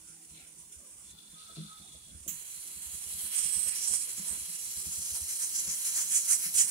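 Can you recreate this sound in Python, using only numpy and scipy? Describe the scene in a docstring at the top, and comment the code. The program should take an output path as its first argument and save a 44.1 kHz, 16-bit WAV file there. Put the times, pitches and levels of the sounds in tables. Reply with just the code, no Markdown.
"""A pressure cooker on a gas stove, close to two microphones. From the start: flame and room noise, a fading
hum, bubble thumps in the pot (damped modes) and froth fizzing at the vent (shaped noise with pops).
Steel is scraped from 0.3 s and again from 1 s, louder at the left: noise through modes, later a wavering tone.
At 2.3 s the vent blows clear and steam jets out as shaped noise, its regions swelling on their own.
From 3.3 s the nozzle rings and the rocking weight lets out puffs; the small bubbles grow louder at the end."""
import sys
import numpy as np
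from scipy import signal
from scipy.io import wavfile
from scipy.ndimage import uniform_filter1d

SR = 44100
rng = np.random.default_rng(int(sys.argv[2]) if len(sys.argv) > 2 else 0)


def wav_out(sig):
    """Save sig, one row per channel (or a flat mono array), as 16-bit PCM at SR to the path in sys.argv[1]."""
    wavfile.write(sys.argv[1], SR, np.round(np.clip(np.atleast_2d(sig).T, -1, 1) * 32767).astype(np.int16))


N = 295847
FRAME_SAMPLES = 256  # short-time frame of froth and jet

# Froth at the vent: time_s, relative_level_db, relative_left_minus_right_db
FROTH_CURVE = [(0, -59.5, -9), (.7, -61.5, -7), (1.0, -58, -7), (1.11, -55, -8), (1.13, -64, -6),
               (1.45, -58.5, -11), (1.8, -59, -16), (2.12, -59.5, -9), (2.26, -56.5, -15)]
# Froth spectrum: frequency_hz, relative_density_db
FROTH_SPECTRUM = [(880, -61), (1500, -17), (2560, -8.5), (3260, -8), (3700, -10.5), (4480, -24),
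                  (5100, -5.5), (5800, -1), (7490, 3), (8500, 6), (9700, 7.5), (10600, 0.5), (13000, -20)]
# Froth balance: frequency_hz, left_minus_right_db
FROTH_SIDES = [(60, -2.0), (150, -0.5), (380, 1.5), (950, 2), (2380, -1), (5980, -1.5), (15000, -16.5)]
# Larger bubbles popping in the foam: start_s, level_jump_db
FOAM_POPS = [(.07, 5.5), (.21, 2), (.295, 4), (.47, 2.5), (.58, 6), (0.72, 9), (.88, 2)]

# Thumps of big bubbles: start_s, peak_db, relative_weight_above_100_hz_db, tilt_190_to_760_hz_db_per_octave
BUBBLE_THUMPS = [(.304, -52.5, -5, -11), (.415, -60, -22, 2), (.756, -53.5, -36, 0), (1.121, -55.5, -5, -3),
                 (1.322, -52.5, 4, -11), (1.49, -53.5, -9, 7), (1.503, -61, -6, 13), (1.514, -61, -4, 6),
                 (1.561, -41.5, 8, -5.5), (1.572, -37, 22, -6), (1.595, -42.5, 22, -6.5),
                 (1.622, -51.5, 18, -7), (1.638, -49, 13, -9), (1.79, -50, -10, -9), (1.94, -52, -23, 8.5),
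                 (2.105, -50.5, -8, -10), (2.138, -43.5, -21, -5), (2.199, -51, -36, -1),
                 (2.257, -44.5, -4, -2), (2.309, -51.5, 10, -11), (2.752, -52, -12, -10),
                 (2.856, -51, -21, -10), (2.929, -46.5, -12, -6), (3.054, -50.5, -12.5, -9),
                 (3.13, -48.5, -18, -3), (3.227, -49, -6, -5.5), (3.436, -49, 2, -3),
                 (3.554, -45.5, -12, -7), (3.654, -48.5, -14, 6), (3.893, -48, -11, 2),
                 (4.175, -43, -4, -7), (4.25, -57, 3, -10), (4.299, -45, -13, -4), (4.36, -54.5, -15, 10),
                 (4.405, -53.5, -30, 4), (4.475, -52.5, -1, -15), (4.759, -48, -13, -9),
                 (4.855, -41, -13.5, -8), (4.97, -45, -24, -1), (5.109, -48.5, -19, -12),
                 (5.207, -44.5, -27, -3), (5.314, -55, -18, 2), (5.665, -43.5, -8, -3),
                 (6.451, -48.5, 8, -3), (6.629, -55, 4, -10)]
# Pot modes before random spread: frequency_hz, relative_level_db, t60_s
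POT_MODES = [(73, 0.5, 0.12), (164.2, 0.5, 0.17), (204, -3, 0.19), (260.5, -10, 0.12), (314.5, -2, 0.11),
             (398, 0, 0.062), (511, 1, 0.061), (656, 7, 0.036)]
# Small bubbles: time_s, level_change_db
SIMMER_CURVE = [(5.4, -15), (5.9, -11.5), (6.7, -4)]
# Flame and room spectrum: frequency_hz, relative_density_db
AIR_SPECTRUM = [(15, -35), (30, -19), (60, 0), (161, -3), (400, -7), (587, -13.5), (1550, -12), (2660, -29),
                (4450, -10.5), (6850, -23), (9460, -17), (11800, -13.5), (15800, -13.5)]
# Flame and room, part shared by the sides: frequency_hz, likeness_0_to_1
AIR_LIKENESS = [(50, 0.88), (300, 0.78), (700, 0.69), (1500, 0.013)]
# Low room hum: mean_frequency_hz, start_level_db, fade_s, waver_hz
HUM_TONES = [(321, -69.5, 0.73, 3.3), (165, -70, 1, 4)]

# Scraping: start_s, attack_s, hold_s, release_s, relative_level_db, ringing_share, relative_rasp_db,
# rasp_darkening_db_per_octave_per_s
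SCRAPE_STROKES = [(0.285, 0.089, 0.037, 0.13, -57.5, .05, 14.5, 160),
                  (1.026, 0.075, 1, 0.16, -63, 0.89, -20, 5)]
# Strokes catching: start_s, level_rise_db, rasp_rise_db, fade_s
SCRAPE_CATCHES = [(1.168, 4.5, 0, 0.054), (1.372, 4, 12, 0.14), (1.551, 4.5, 11, 0.15), (1.82, 4, -7, 0.11)]
# Thin steel modes: frequency_hz, width_hz, relative_level_db
STEEL_MODES = [(1350, 260, -6), (3470, 28, -7), (3720, 28, -7), (4010, 1530, -6)]
# Dry rasp spectrum: frequency_hz, relative_density_db
RASP_SPECTRUM = [(1500, -22), (2000, 0), (2500, 4.5), (3000, 3), (3500, 2), (4100, 7), (4800, -14),
                 (6000, -19)]
# Main mode sinking: time_s, pitch_factor
MAIN_MODE_SAG = [(1.75, 1), (1.95, .976), (2.15, .97)]
# Broad low mode joining in: start_s, attack_s, hold_s, release_s
LOW_MODE_SPAN_S = (1.32, .1, .38, .2)
# Upper mode joining in: start_s, attack_s, hold_s, release_s
UPPER_MODE_SPAN_S = (1.57, .06, .31, .12)
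# Near-pure tone of the low mode: time_s, pitch_hz, relative_level_db
SINGING_CURVE = [(1.32, 1265, -97), (1.36, 1262, -68), (1.42, 1262, -64), (1.46, 1270, -84),
                 (1.5, 1275, -59), (1.55, 1264, -86), (1.66, 1260, -78), (1.72, 1280, -59),
                 (1.79, 1250, -75.5), (1.9, 1252, -75), (2.04, 1270, -88)]
STROKE_EDGE_DB = -17  # level at both ends of an attack or release
SCRAPE_LEFT_RIGHT_DB, SCRAPE_LEFT_LAG_SAMPLES = (8.5, 5.2), 13.8

# Steam jet: time_s, relative_flow_db, hollow_swell_db, roar_swell_db, level_near_5300_hz_db
JET_CURVE = [(2.277, -50.5, 1, 1.5, -8), (2.57, -51, -1, 1, -2.5), (2.91, -48.5, -1.5, -0.5, -4),
             (3.05, -48, -1.5, 1, 1), (3.22, -41.5, -6.5, -2.5, -1), (3.4, -45.5, -4.5, 7, 4),
             (3.7, -41.5, -3.5, -1, 5), (4.02, -44.5, 0, -1, 3.5), (4.07, -46.5, -3.5, -1.5, 0.5),
             (4.4, -46, -2, -0.5, 0.5), (4.8, -45, 0, -2.5, 2), (5.1, -45, 3.5, -2, 0),
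             (5.25, -45, 0.5, -3.5, 0.5), (5.8, -44.5, 0, -2, 1), (6.07, -46, 4, -0.5, -1),
             (6.51, -46.5, 0, -4.5, 0.5), (6.71, -41.5, -0.5, 0.5, 2.5)]
# Jet spectrum: frequency_hz, relative_density_db
JET_SPECTRUM = [(290, -26), (500, -30.5), (578, -25.5), (891, -24), (1400, -19.5), (2100, -16.5),
                (2900, -14), (3400, -8), (3620, -50), (3850, -8), (4500, -14), (5300, -10.5), (6000, -6.5),
                (8740, -0.5), (10900, -1.5), (12700, -13.5), (15100, -17.5), (15800, -14)]
# Jet balance: frequency_hz, left_minus_right_db
JET_SIDES = [(1000, 1), (2500, 2), (5500, -1.5), (7200, -3), (8300, -18), (9300, -3), (10500, -5.5),
             (12500, 3), (15000, -4.5)]
# Jet, part shared by the sides: frequency_hz, likeness_0_to_1
JET_LIKENESS = [(400, 0.98), (1500, 0.36), (4000, 0.35), (7000, 0.39), (10500, 0.36), (13000, 0.08),
                (15000, 0.29)]
# Nozzle, cap hollow, roar, fizz, band near 5.3 kHz: centre_hz, width_octaves, left_share, right_share
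JET_REGIONS = [(8655, 0.17, 0.35, 1.204), (6805, 0.21, 1, 1.33), (1900, 1, 0.76, 0.9),
               (13850, 0.22, 0.64, 1.8), (5320, 0.2, 1, 1.47)]
# Thin hiss of a puff: centre_hz, width_octaves, left_share, right_share
PUFF_HISS = (10670, 0.2, 1.6, 1.26)
# Deep huff of a puff: centre_hz, width_octaves, left_share, right_share
PUFF_HUFF = (590, 1.6, 1.12, 1.7)
# Low chuff of a puff: width_octaves, left_share, right_share
PUFF_CHUFF = (0.64, 2.56, 2)
# Puffs under the rocking weight: time_s, length_s, chuff_centre_hz, flow_rise_db, nozzle_rise_db,
# hollow_rise_db, chuff_rise_db, hiss_rise_db, huff_rise_db
WEIGHT_PUFFS = [(3.396, 0.065, 2400, 3.5, -0.3, 7, 0, -1, -1),
                (3.682, 0.019, 2400, -1.5, 0, 3.5, 2.5, 2, 3), (3.726, 0.021, 1900, -1.5, 0, -2, 3, -3, 1),
                (3.833, 0.084, 2200, 0.8, 2.5, 4.5, 0.7, -1, -1),
                (3.887, 0.026, 2200, -0.5, 1.7, 2, -1, 1, 4), (3.938, 0.023, 2080, 0, 4, 5, 1.5, 0.5, 6.5),
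                (4.097, 0.02, 1690, 1.5, 0.5, 3.5, 1.5, 0, 2.5),
                (4.183, 0.042, 2200, 1, 0.5, 5, 0.5, -0.5, 2.5),
                (4.28, 0.027, 2400, 3.5, 2.5, 4, 0, 0, 3.5), (4.333, 0.046, 2500, -1.5, 2.5, 2, 1.5, 1, 5),
                (5.173, 0.039, 1900, 2, 0, -2, -0.3, 0, 2.5),
                (5.32, 0.035, 1600, 3, 1.5, 2.5, 2.5, 0.5, -1.5),
                (5.428, 0.03, 1450, 2, 3.5, 5.5, 3.5, 1.5, 0),
                (5.57, 0.037, 1900, 4.5, -1, 7, 1, -0.5, -1.5), (5.698, 0.046, 1700, 2.5, -1, 6.5, 2, 0, 2),
                (5.872, 0.039, 1610, 5, 0.5, 4, 1.5, 1.5, 1.5), (5.996, 0.048, 1610, 8, 2, 4, 3, -1.5, 1.5),
                (6.156, 0.051, 2170, 5.5, 10, 9, 4, 4, 1.5), (6.318, 0.051, 1670, 6.5, 10, 8.5, 5, 4, 1),
                (6.452, 0.047, 1760, 6.5, 1, 0.5, 4, 1, -1), (6.552, 0.009, 2600, 3.5, 8, 4, 0.5, 0.5, 1),
                (6.602, 0.046, 2320, 10, 6, 8, 3.5, -1, -2), (6.66, 0.057, 2020, -5.5, 7.5, 3.5, 1.5, 3, 4)]
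# Lead of flow, nozzle, hollow, chuff, hiss, huff on the puff time, one per part: lead_s
PUFF_LEADS_S = (0.0034, -0.011, -0.0069, -0.0012, 0.004, 0.0041)
# Nozzle ringing: start_s, fall_start_s, ring_db
NOZZLE_RINGING = [(3.349, 3.722, 8.5), (3.865, 4.038, 5.5), (4.273, 4.318, 6), (4.773, 4.813, 2.5)]
# Top of the hiss: time_s, swell_db
FIZZ_CURVE = [(2.3, 0.5), (2.5, 1.5), (2.8, 0), (3.1, 2), (4.0, 0), (5.0, 1), (6.0, 3), (6.7, 4)]
# Microphone pair turning a little: time_s, left_minus_right_db, left_lag_samples
MICROPHONE_TURN = [(2.28, -9, 13), (2.4, 0, 11.4), (4.2, 3, 12.7), (4.6, 1.5, 12.2), (5.1, 7, 8.4),
                   (5.3, 5.5, 8.4), (6.7, 3, 8.3)]


def gain_of(db):
    """Decibels to amplitude."""
    return 10 ** (np.asarray(db) / 20)


def evened(x):
    """Scales to unit rms."""
    return x / np.sqrt(np.mean(x ** 2) + 1e-20)


def read(points, hz):
    """Reads a spectrum on a log-frequency axis."""
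    f, value = np.transpose(points)
    return np.interp(np.log(hz + 1), np.log(f + 1), value)


def columns(rows, t):
    """Reads every column of a curve table at times t."""
    s, *rest = np.transpose(rows)
    return [np.interp(t, s, c) for c in rest]


def kick(t, start_s, rise_s, fade_s):
    """Rises from 0 to 1 at start_s, then decays exponentially."""
    return np.clip((t - start_s) / rise_s, 0, 1) * np.exp(-np.maximum(t - start_s - rise_s, 0) / fade_s)


def stroke(t, start_s, attack_s, hold_s, release_s):
    """Linear attack, hold and release, from 0 to 1 and back."""
    return np.interp(t, np.cumsum([start_s, attack_s, hold_s, release_s]), [0, 1, 1, 0])


def near(hz, centre_hz, octaves, power):
    """Bell over log frequency, flatter on top for a higher power."""
    return np.exp(-(np.log2((hz + 1) / centre_hz) / octaves) ** power)


def drift(shape, *spans):
    """Smooth random field of unit rms, averaged over the given span along each axis."""
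    x = rng.standard_normal(shape)
    for axis, span in enumerate(spans):
        x = uniform_filter1d(uniform_filter1d(x, span, axis), span, axis)
    return evened(x)


def grid(size):
    """Frame times and bin frequencies of short-time spectra."""
    return np.arange(4 * N // size + 5) * size / 4 / SR, np.fft.rfftfreq(size, 1 / SR)


def noise_pair(db, likeness, left_lag_samples, size):
    """Two noises from dB fields (channel, frame, bin), with a shared part that arrives late at the left."""
    a, b, c, d = np.moveaxis(rng.standard_normal(db.shape[1:] + (4,)), 2, 0)
    likeness = np.clip(likeness, 0, 1)
    right = a + 1j * b
    late = np.exp(-2j * np.pi * np.arange(size // 2 + 1) * left_lag_samples / size)
    left = likeness * late * right + np.sqrt(1 - likeness ** 2) * (c + 1j * d)
    spectra = np.array([left, right]) * gain_of(db)
    return signal.istft(np.swapaxes(spectra, 1, 2), nperseg=size, noverlap=3 * size // 4)[1][:, :N]


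def level_colour(colour, hz, lo_hz, hi_hz):
    """The colour, scaled so that its power between the two edges is 0 dB."""
    db = read(colour, hz)
    return db - 10 * np.log10(np.sum(gain_of(db[(hz > lo_hz) & (hz < hi_hz)]) ** 2))


def sides(balance_db):
    """Splits a left-minus-right level into two gains in dB of constant total power."""
    right = 10 * np.log10(2 / (1 + gain_of(balance_db) ** 2))
    return np.array([right + balance_db, right])


def spit(depth_db, span_samples):
    """Fast random level flutter of unit rms, as from droplets in a stream or uneven friction."""
    flutter = gain_of(depth_db * drift(N, span_samples))
    return flutter / np.sqrt(np.mean(flutter ** 2))


def froth():
    """Fine bubbles burst in the foam ring until the vent blows clear: fluttering noise with pops."""
    t, hz = grid(FRAME_SAMPLES)
    level_db, pan_db = columns(FROTH_CURVE, t)
    level_db = level_db + sum(db * kick(t, s, rise_s=0.0023, fade_s=0.053) for s, db in FOAM_POPS)
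    db = level_colour(FROTH_SPECTRUM, hz, 5500, 11500) + level_db[:, None] + 8.0
    pan_db = 0.28 * (pan_db - np.median(pan_db))
    db = db + sides(read(FROTH_SIDES, hz) + pan_db[:, None])
    db = db + 0.79 * drift(db.shape[1:], 40, 5) + 0.94 * drift(len(t), 8)[:, None]
    before_jet = np.arange(N) < JET_CURVE[0][0] * SR
    return noise_pair(db, 0.14, 19.3, FRAME_SAMPLES) * spit(0.42, 20) * before_jet


def small_bubbles():
    """Random small thumps as rows like the thump table, quieter until late."""
    rows = []
    for at, size, dull in rng.random((round(36 * N / SR), 3)):  # 36 per second
        s = at * N / SR
        peak_db = -58 + columns(SIMMER_CURVE, s)[0] + 9 * size ** 2
        rows.append((s, peak_db, 3.1 - 16 * dull, -3 + 1.5 * dull))
    return rows


def pot():
    """Each collapsing bubble softly pushes the pot wall, whose modes ring down; small ones fill the gaps."""
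    push_s = 0.015
    t = np.arange(6500) / SR
    out = np.zeros((2, N + 6500))
    hz, mode_db, t60_s = np.transpose(POT_MODES)[:, :, None]
    for s, peak_db, upper_db, tilt_db in list(BUBBLE_THUMPS) + small_bubbles():
        detune, turn, weight, apart = rng.uniform(-0.95, 1, (4, len(POT_MODES), 1))
        level_db = mode_db + 5.4 * weight + (upper_db + 4.5) * (hz > 100)
        level_db = level_db + tilt_db * np.clip(np.log2(hz / 190), 0, 2)
        envelope = gain_of(level_db - 60 * t / t60_s) * (1 - np.exp(-(t / push_s) ** 2))
        angle = 2 * np.pi * hz * (1 + 0.052 * detune) * t + np.pi * turn
        # nearly alike at both microphones
        ring = np.array([(envelope * np.sin(angle + side * 0.45 * apart)).sum(0) for side in (1, -1)])
        out[:, round(s * SR):][:, :len(t)] += gain_of(peak_db) * ring / abs(ring).max()
    return out[:, :N]


def air():
    """Flame and room noise, much alike at both microphones in the bass."""
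    t, hz = grid(2048)
    db = level_colour(AIR_SPECTRUM, hz, 25, 3700) - 67.5 + 4.1 * drift((len(t), len(hz)), 5, 6)
    return noise_pair(np.array([db, db]), read(AIR_LIKENESS, hz), 0, 2048)


def hum(hz, level_db, fade_s, waver_hz):
    """A soft fading tone with drifting pitch, the same at both microphones."""
    waver, swell_db = drift((2, N), 1, 2500)
    turns = np.cumsum(hz + waver_hz * waver) / SR
    fade = np.exp(-(np.arange(N) / SR / fade_s) ** 2)
    return gain_of(level_db + swell_db) * fade * np.sin(2 * np.pi * turns)


def scrape():
    """Uneven friction noise rings a few modes of thin steel over a dry rasp."""
    t, hz = grid(1024)
    pitch, = columns(MAIN_MODE_SAG, t)
    power = np.full((len(t), len(hz)), 1e-14)
    catch_db, rough_db = sum(np.outer(rise_db, kick(t, s, 0.013, fade_s))
                             for s, *rise_db, fade_s in SCRAPE_CATCHES)
    low_db = -4 + 3.1 * STROKE_EDGE_DB * (1 - stroke(t, *LOW_MODE_SPAN_S))
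    upper_db = STROKE_EDGE_DB * (1 - stroke(t, *UPPER_MODE_SPAN_S))
    for *shape_s, level_db, ringing, rasp_db, darken_db in SCRAPE_STROKES:
        press = stroke(t, *shape_s)
        held_s = np.clip(t - shape_s[0] - shape_s[1] - 0.015, -0.05, 0.05)
        tilt_db = darken_db * np.outer(held_s, np.log2(np.clip(hz, 2000, 5000) / 3100))
        rasp_level_db = (rasp_db + rough_db)[:, None] - 21.0 - tilt_db
        tone = gain_of(level_colour(RASP_SPECTRUM, hz, 2000, 4200) + rasp_level_db) ** 2
        for k, (mode_hz, width_hz, mode_db) in enumerate(STEEL_MODES):
            centre_hz = mode_hz * pitch[:, None] ** (k == 1)  # only the main mode sinks
            mode = 1 / (1 + (2 * (hz - centre_hz) / width_hz) ** 2) ** 2
            moving_db = low_db * (k == 0) + upper_db * (k == 2) + 0.5 * rough_db * (k == 3)
            weight = ringing * gain_of(mode_db + moving_db) ** 2
            tone += (weight / mode.sum(1))[:, None] * mode
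        stroke_db = level_db + catch_db + STROKE_EDGE_DB * (1 - press)
        power += (gain_of(stroke_db) ** 2 * (press > 0))[:, None] * tone
    db = 10 * np.log10(power) + np.reshape(SCRAPE_LEFT_RIGHT_DB, (2, 1, 1))
    return noise_pair(db, 0.35, SCRAPE_LEFT_LAG_SAMPLES, 1024) * spit(1.9, 150)


def singing():
    """The low steel mode sings almost purely: a tone that wavers a little in pitch and level."""
    hz, db = columns(SINGING_CURVE, np.arange(N) / SR)
    waver, swell = drift((2, N), 1, 700)
    angle = 2 * np.pi * np.cumsum(hz + 9.8 * waver) / SR
    late = 2 * np.pi * hz * SCRAPE_LEFT_LAG_SAMPLES / SR
    level_db = db + 2.0 * swell + np.reshape(SCRAPE_LEFT_RIGHT_DB, (2, 1))
    sounding = np.arange(N) < SINGING_CURVE[-1][0] * SR
    return sounding * gain_of(level_db) * np.sin([angle - late, angle])


def jet():
    """Turbulent steam; nozzle, cap hollow, roar and fizz swell as the weight tilts and lifts."""
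    ring_rise_s, ring_fall_s = 0.0094, 0.029
    blast_db, blast_s = (0.51, 0.68, 9.4, 6.8, 12.5), 0.071  # flow, nozzle, hollow, roar, fizz
    t, hz = grid(FRAME_SAMPLES)
    start_s = JET_CURVE[0][0]
    flow_db, hollow_db, roar_db, near_5300_hz_db = columns(JET_CURVE, t)
    pan_db, left_lag_samples = columns(MICROPHONE_TURN, t)
    nozzle_db = sum(db * stroke(t, s, ring_rise_s, max(end_s - s - ring_rise_s, 0), ring_fall_s)
                    for s, end_s, db in NOZZLE_RINGING)
    pan_db = pan_db - 0.41 * nozzle_db  # ringing leans to the right
    fizz_db, = columns(FIZZ_CURVE, t)
    hiss_db, huff_db = np.zeros((2, len(t)))
    chuff_db = np.zeros((len(t), len(hz)))

    # the vent blows clear
    blast = np.outer(blast_db, np.exp(-(np.maximum(t - start_s, 0) / blast_s) ** 2))
    parts = np.array([flow_db, nozzle_db, hollow_db, roar_db, fizz_db]) + blast
    flow_db, nozzle_db, hollow_db, roar_db, fizz_db = parts

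    for s, length_s, chuff_hz, *rise_db in WEIGHT_PUFFS:
        lift = np.exp(-((np.add.outer(PUFF_LEADS_S, t) - s) / length_s) ** 2)
        parts = np.array([flow_db, nozzle_db, hollow_db, 0 * t, hiss_db, huff_db])
        parts = parts + np.reshape(rise_db, (-1, 1)) * lift
        flow_db, nozzle_db, hollow_db, chuff, hiss_db, huff_db = parts
        chuff_db = chuff_db + np.outer(chuff, near(hz, chuff_hz, PUFF_CHUFF[0], 4))
    near_5300_hz_db = near_5300_hz_db + 0.56 * hollow_db

    db = level_colour(JET_SPECTRUM, hz, 9815, 11710) + flow_db[:, None] + 4.5
    aimed = near(hz, 7500, 0.39, 2)  # only the bright part of the jet is directional
    db = db + sides(read(JET_SIDES, hz) + np.outer(pan_db, aimed))
    swells_db = [nozzle_db, hollow_db, roar_db, fizz_db, near_5300_hz_db, hiss_db, huff_db]
    regions = list(JET_REGIONS) + [PUFF_HISS, PUFF_HUFF]
    for swell_db, (centre_hz, octaves, *shares) in zip(swells_db, regions):
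        db = db + np.multiply.outer(shares, np.outer(swell_db, near(hz, centre_hz, octaves, 6)))
    db = db + np.multiply.outer(PUFF_CHUFF[1:], chuff_db)
    eddies = np.array([drift(db.shape[1:], 50, 4) for _ in range(2)])  # colour each side apart
    db = db + 1.1 * eddies + 1.05 * drift(len(t), 10)[:, None]
    opened = np.clip((np.arange(N) / SR - start_s) / 0.0021, 0, 1)
    steam = noise_pair(db, read(JET_LIKENESS, hz), left_lag_samples[:, None], FRAME_SAMPLES)
    return steam * spit(0.91, 14) * opened


def spectral_ripple(x):
    """Sparse faint delayed copies, different at each side, lightly ripple the spectrum."""
    taps = np.zeros((2, 700))
    delay_samples = (np.geomspace(30, 600, 14) * rng.uniform(.85, 1.15, (2, 14))).astype(int)
    copies = gain_of(-17) * rng.choice([-1., 1.], delay_samples.shape)
    np.put_along_axis(taps, delay_samples, copies, 1)
    taps[:, 0] = 1  # direct sound
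    return signal.oaconvolve(x, taps / np.linalg.norm(taps[0]), axes=1)[:, :N]


def scene():
    """All sources at the two microphones."""
    rippled = spectral_ripple(froth() + scrape() + singing() + jet())
    return rippled + pot() + air() + sum(hum(*row) for row in HUM_TONES)


def record(dry):
    """The band limit of the recorder: a linear-phase low-pass."""
    lowpass = signal.firwin(511, 15760, window=("kaiser", 9), fs=SR)  # cutoff in Hz
    return signal.oaconvolve(dry, lowpass[None], "same")


dry = scene()
out = record(dry)
wav_out(out)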